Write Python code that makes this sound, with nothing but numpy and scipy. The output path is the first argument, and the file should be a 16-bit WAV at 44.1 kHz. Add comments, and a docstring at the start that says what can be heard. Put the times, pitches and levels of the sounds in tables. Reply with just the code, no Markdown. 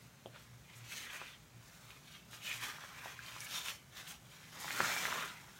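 """Shaking out long hair

Someone in a thin salon cape pulls long hair loose, close to a phone in a small room.
Hands swish along the hair, strands hiss between the fingers, the hair tie slips and tangles give way.
The cape crinkles, then billows and snaps its folds as the arms drop.
A low appliance hum wavers under the quiet room noise."""
import sys
import numpy as np
from scipy import signal
from scipy.fft import rfft, irfft, next_fast_len
from scipy.io import wavfile
from scipy.ndimage import uniform_filter1d, map_coordinates

SR = 44100
rng = np.random.default_rng(int(sys.argv[2]) if len(sys.argv) > 2 else 0)


def digitize_waveform(pressure):
    """Quantize a signal to 16-bit integers and store it at the path in sys.argv[1].

    Rows of a 2-D input are taken as channels; values are limited to [-1, 1].
    """
    field = np.atleast_2d(pressure).T
    bounded = np.clip(field, -1, 1)
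    quanta = np.round(bounded * 32767).astype(np.int16)
    wavfile.write(sys.argv[1], SR, quanta)


N = 246641

# A hand passes along the hair; a faster slide sounds higher, and the raised arm drags the cape.
# (start [s], length [s], relative levels of swish [dB], hiss [dB] and cape [dB], swish pitch [Hz])
HAND_PASSES = [(0.0, 0.05, -73, -70, -85, 2470), (.353, 0.011, -59, -71, -59, 2500),
               (0.396, 0.034, -65, -66, -71, 2400), (0.71, .16, -65, -71, -69, 2770),
               (0.921, .1, -52.5, -52, -61.5, 2430), (1.04, 0.036, -53, -68, -61, 2050),
               (1.13, 0.037, -47.5, -56, -55, 1840), (1.206, 0.099, -53, -64, -63.5, 2620),
               (1.662, 0.28, -70.5, -66.5, -69, 2700), (1.898, 0.014, -61, -67, -66, 2760),
               (2.085, 0.083, -58.5, -67.5, -69.5, 3200), (2.333, 0.023, -57.5, -55, -60.5, 2780),
               (2.449, 0.046, -49.5, -52.5, -62, 2800), (2.506, 0.057, -45.5, -52.5, -58.5, 2350),
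               (2.625, 0.061, -42.5, -51, -51.5, 1780), (2.755, 0.24, -56, -62.5, -60, 1660),
               (3.047, 0.075, -55, -58.5, -55.5, 2180), (3.257, 0.21, -53.5, -58.5, -59.5, 2240),
               (3.525, 0.064, -46, -46.5, -54, 3500), (3.662, 0.036, -48.5, -47, -52.5, 2800),
               (3.973, 0.037, -55, -55.5, -55.5, 3800), (4.081, 0.04, -57.5, -57.5, -59, 3260),
               (4.308, 0.21, -65.5, -65, -65, 2560)]
# The arms come down and the hair slides over the cape.
# (time [s], relative levels of cape [dB] and hiss [dB])
ARM_DROP = [(4.49, -80, -85), (4.53, -55.5, -62.5), (4.66, -51.5, -51), (4.85, -41, -44), (5.05, -45, -46),
            (5.17, -43.5, -49), (5.28, -50.5, -55.5), (5.35, -58.5, -64), (5.59, -68.5, -66.5)]
# The hum grows louder for a moment (time [s], level [dB])
HUM_PEAKS = [(.05, -64), (.29, -60.5), (.55, -58.5), (.82, -55), (1.58, -58.5), (1.87, -62.5), (2.35, -62),
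             (2.59, -58), (3.39, -62), (4.76, -61.5)]
# The hair tie slips with a dull pluck (time [s], strength [dB], pitch [Hz])
TIE_PLUCKS = [(.2592, -34.5, 580), (1.216, -31, 1220)]
# Tangles give way (time [s], strength [dB], pitch [Hz])
TANGLE_SNAPS = [(.2595, -44, 3220), (.92, -39.5, 2300), (3.191, -37, 1600), (3.263, -40.5, 4300),
                (3.4055, -34.5, 5650), (3.406, -35, 9500), (4.078, -46, 3070)]
# Locks of hair slip out of the fingers (start [s], length [s], level [dB])
LOCK_SLIPS = [(0.753, 0.042, -66), (1.13, 0.029, -64), (2.105, 0.022, -69), (2.618, 0.038, -55),
              (3.398, 0.05, -54.5), (4.074, 0.048, -54.5), (4.598, 0.032, -51.5)]
# Folds of the cape snap over (time [s], strength [dB], pitch [Hz])
FOLD_SNAPS = [(1.906, -39, 2730), (2.332, -39.5, 1750), (2.785, -37.5, 1300), (2.839, -37.5, 1170),
              (3.0585, -34.5, 820), (3.364, -37.5, 1120), (3.685, -25, 2700), (4.645, -35, 870),
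              (4.6805, -30, 1700), (4.707, -25, 1970), (4.8018, -27, 617), (4.8047, -14.5, 1430),
              (4.965, -25.5, 1620), (5.035, -27, 1800), (5.054, -20, 1790), (5.127, -24.5, 1330),
              (5.225, -29.5, 1790)]
# The tone of each noise, from bass to treble (frequency [Hz], relative level [dB])
SWISH_TONE = [(500, -20.5), (1300, -3), (2400, 1), (2900, -2.5), (3600, 0), (4800, -9.5), (9000, -23)]
HISS_TONE = [(1000, -11.5), (2500, -1.5), (3800, 0), (4800, -3.5), (5600, -0.5), (6500, -1), (8300, -6.5),
             (9500, -6.5), (10300, -11), (11500, -8.5), (15500, -10.5)]
CRINKLE_TONE = [(100, -44), (250, -14.5), (420, -13.5), (550, -9), (760, -7.5), (1000, -2.5), (1350, 0),
                (1700, -3), (2300, -10.5), (4000, -26), (15000, -45)]
BILLOW_TONE = [(40, -28), (100, -7), (160, 3), (300, -6), (600, -19.5), (1500, -69)]
ROOM_TONE = [(20, -38), (38, -8), (58, 4.5), (90, -1), (150, 6), (200, -2.5), (300, -10.5), (600, -11),
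             (1500, -14), (4500, -20.5), (6500, -21), (10000, -30), (15500, -26.5)]
LOCK_TONE = [(3000, -22), (6500, 6), (9000, 1.5), (15500, -2.5)]
# How long the room echoes (frequency [Hz], time to fade by 60 dB [s])
ECHO_TIMES = [(150, 0.15), (1500, 0.078), (10000, 0.074)]

TIME = np.arange(N) / SR  # seconds


def amp(db):
    """Turn decibels into a number to multiply by."""
    return 10 ** (np.asarray(db) / 20)


def unit(x):
    """Scale a signal to an average (rms) size of 1."""
    return x / np.sqrt(np.mean(x ** 2) + 1e-20)


def along(points, hz):
    """Read a table between its rows, giving each octave equal room."""
    freqs, values = np.transpose(points)
    return np.interp(np.log(hz + 1), np.log(freqs + 1), values)


def curves(rows):
    """Turn each column after the time into one value per sample."""
    times, *columns = np.transpose(rows)
    return [np.interp(TIME, times, column) for column in columns]


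def wobble(rate):
    """A smooth curve through `rate` random points a second."""
    points = rng.standard_normal(int(N * rate / SR) + 4)
    return map_coordinates(points, [TIME * rate])


def swell(start, length, rise, fall):
    """A level that climbs, holds and dies away; rise and fall are the seconds for 20 dB."""
    t = TIME - start
    outside = np.maximum(-t, 0) / rise + np.maximum(t - length, 0) / fall
    return amp(-20 * np.minimum(outside, 10))


def filtered(x, response):
    """Multiply each frequency in x by response(hz)."""
    size = next_fast_len(N + SR // 2)
    hz = np.fft.rfftfreq(size, 1 / SR)
    return irfft(rfft(x, size) * response(hz), size)[:N]


def coloured(x, tone):
    """Shape x with a tone table, at an average size of 1."""
    return unit(filtered(x, lambda hz: amp(along(tone, hz))))


def friction(slips_per_s, spread_db, slip_share, clump_db):
    """Fibres stick and slip: tiny uneven clicks on top of a smooth rub, coming in clumps."""
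    happens = rng.random(N) < slips_per_s / SR
    sizes = amp(spread_db * np.clip(rng.standard_normal(N), -2, 2))
    slips = unit(happens * sizes * rng.choice([-1, 1], N))
    rub = np.sqrt(slip_share) * slips + np.sqrt(1 - slip_share) * rng.standard_normal(N)
    return rub * amp(clump_db * wobble(70))


def drifting(x, patchy_db):
    """Sound bounces off arms, head and walls along changing paths, so some pitches come and go."""
    spectrum = signal.stft(x, nperseg=1024)[2]
    patches = uniform_filter1d(rng.standard_normal(spectrum.shape), size=4, axis=0)  # blur in pitch
    patches = uniform_filter1d(patches, size=12, axis=1)  # blur in time
    return signal.istft(spectrum * amp(patchy_db * unit(patches)), nperseg=1024)[1][:N]


def movements(lag_s=0.028, tire_db=0.4, sink_octaves_per_s=1):
    """Moving hands and arms set the swish, hiss and cape levels [dB] and the swish pitch [Hz]."""
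    t = TIME
    drop_cape, drop_hiss = amp(curves(ARM_DROP))
    drop_swish = amp(-2.5) * np.interp(t - lag_s, t, drop_cape)  # falling hair follows the cape
    # Noises add as squares. The small steady part is the hands holding the hair between passes.
    swish = drop_swish ** 2 + amp(-75) ** 2
    hiss = drop_hiss ** 2 + amp(-74.5) ** 2
    cape = drop_cape ** 2 + amp(-77.5) ** 2
    pitch_sum = swish * 2020  # held or falling hair swishes around 2020 Hz
    for start, length, swish_db, hiss_db, cape_db, hz in HAND_PASSES:
        ease_s = 0.48 * length  # a longer pass starts and ends more gently
        gain = swell(start, length, rise=0.042 + ease_s, fall=0.067 + ease_s)
        # The hand weakens and slows along the lock, so level and pitch sink.
        from_middle = np.clip(t - start, 0, length) - length / 2
        power = (gain * amp(-tire_db * from_middle / length)) ** 2
        pitch = hz * 2 ** (-sink_octaves_per_s * from_middle)
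        swish += power * amp(swish_db) ** 2
        hiss += power * amp(hiss_db) ** 2
        cape += power * amp(cape_db) ** 2
        pitch_sum += power * amp(swish_db) ** 2 * pitch
    return 10 * np.log10(swish), 10 * np.log10(hiss), 10 * np.log10(cape), pitch_sum / swish


def hand_swish(level_db, pitch_hz, sharpness=3.1, floor_db=-8.5):
    """A hand rubs along the hair, loudest around a pitch that follows its speed."""
    rub = friction(slips_per_s=900, spread_db=2.5, slip_share=0.31, clump_db=2.5)
    hz, t, spectrum = signal.stft(drifting(rub, patchy_db=3.5), SR, nperseg=256)
    ratio = (hz[:, None] + 1) / np.interp(t, TIME, pitch_hz)
    peak = 1 / np.sqrt(1 + (sharpness * (ratio - 1 / ratio)) ** 2)
    tone = amp(along(SWISH_TONE, hz))[:, None]
    swish = signal.istft(spectrum * (peak + amp(floor_db)) * tone, SR, nperseg=256)[1][:N]
    return amp(level_db) * unit(swish)


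def strand_hiss(level_db):
    """Thousands of strands slip past each other and through the fingers."""
    rub = friction(slips_per_s=1800, spread_db=4, slip_share=0.45, clump_db=0.9)
    return amp(level_db + 2.5) * coloured(drifting(rub, patchy_db=2.5), HISS_TONE)


def cape_crinkle(level_db):
    """The thin cloth crinkles as the arms drag it."""
    rub = friction(slips_per_s=700, spread_db=3, slip_share=0.5, clump_db=1.1)
    return amp(level_db + 0.5) * coloured(drifting(rub, patchy_db=3), CRINKLE_TONE)


def cape_billow():
    """Air rushes low under the cape, which always stirs a little, falls with the arms and flaps once."""
    stir = amp(-72)
    drop = amp(curves(ARM_DROP)[0] - 18)
    flap = amp(-50) * swell(start=4.803, length=0, rise=0.014, fall=0.071)
    return (stir + drop + flap) * coloured(rng.standard_normal(N), BILLOW_TONE)


def room_noise():
    """A quiet, steady rush, strongest in the bass."""
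    return amp(-62.5) * coloured(rng.standard_normal(N), ROOM_TONE)


def appliance_hum(hz=118, base_db=-78.5, waver_db=4.5, swell_s=0.05):
    """An appliance hums, wavering and swelling, with a faint tone an octave higher."""
    level = amp(base_db + waver_db * wobble(8.5))
    for time, db in HUM_PEAKS:
        bump = np.exp(-0.5 * ((TIME - time) / swell_s) ** 2)
        level = np.maximum(level, amp(db) * bump)
    phase = 2 * np.pi * hz * TIME + 0.35 * wobble(6)
    return np.sqrt(2) * (level * np.sin(phase) + amp(-81) * np.sin(2 * phase))


def snaps(rows, rise_cycles):
    """A tie, tangle or fold lets go: a sharp push that swings briefly and dies away."""
    out = np.zeros(N + SR)
    t = np.arange(SR // 20) / SR
    for time, db, hz in rows:
        age = hz * t / rise_cycles
        level = amp(db) * age * np.exp(1 - age)
        out[round(time * SR):][:len(t)] -= level * np.sin(2 * np.pi * hz * t)
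    return out[:N]


def slipping_locks():
    """A lock of hair breaks free at once, then thins out in a bright crackle."""
    level = np.zeros(N)
    for start, length, db in LOCK_SLIPS:
        level += amp(db) * np.interp(TIME - start, [0, 0.004, length, length + 0.018], [0.023, 1, 1, 0.027])
    rub = friction(slips_per_s=1400, spread_db=4, slip_share=0.46, clump_db=2)
    return level * coloured(rub, LOCK_TONE)


def room_echo(x, delay_s=0.0044):
    """The small room gives a short echo whose treble dies first."""
    hz, t, spectrum = signal.stft(rng.standard_normal(SR // 2), SR, nperseg=256)
    fade = amp(-60 * t / along(ECHO_TIMES, hz)[:, None])
    tail = signal.istft(spectrum * fade, SR, nperseg=256)[1]
    tail = np.pad(tail, (round(delay_s * SR), 0))
    return signal.fftconvolve(x, tail / np.linalg.norm(tail))[:N]


def scene():
    """Mix the rustle, the snaps, their echoes and the background into one channel."""
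    swish_db, hiss_db, cape_db, pitch_hz = movements()
    rustle = hand_swish(swish_db, pitch_hz) + cape_crinkle(cape_db) + cape_billow()
    rustle += strand_hiss(hiss_db) + slipping_locks()
    clicks = snaps(TIE_PLUCKS, rise_cycles=0.3)
    clicks += snaps(TANGLE_SNAPS, rise_cycles=1.67)
    clicks += snaps(FOLD_SNAPS, rise_cycles=0.5)
    background = room_noise() + appliance_hum()
    echoes = amp(-15) * room_echo(rustle) + amp(-5.5) * room_echo(clicks)
    return (rustle + clicks + echoes + background)[None]


def record(dry):
    """The phone loses the deep bass and the very highest treble."""
    bass_hz, top_hz = 30, 15850
    return filtered(dry[0], lambda hz: (hz < top_hz) * (1j * hz / (1j * hz + bass_hz)) ** 2)[None]


dry = scene()
out = record(dry)
digitize_waveform(out)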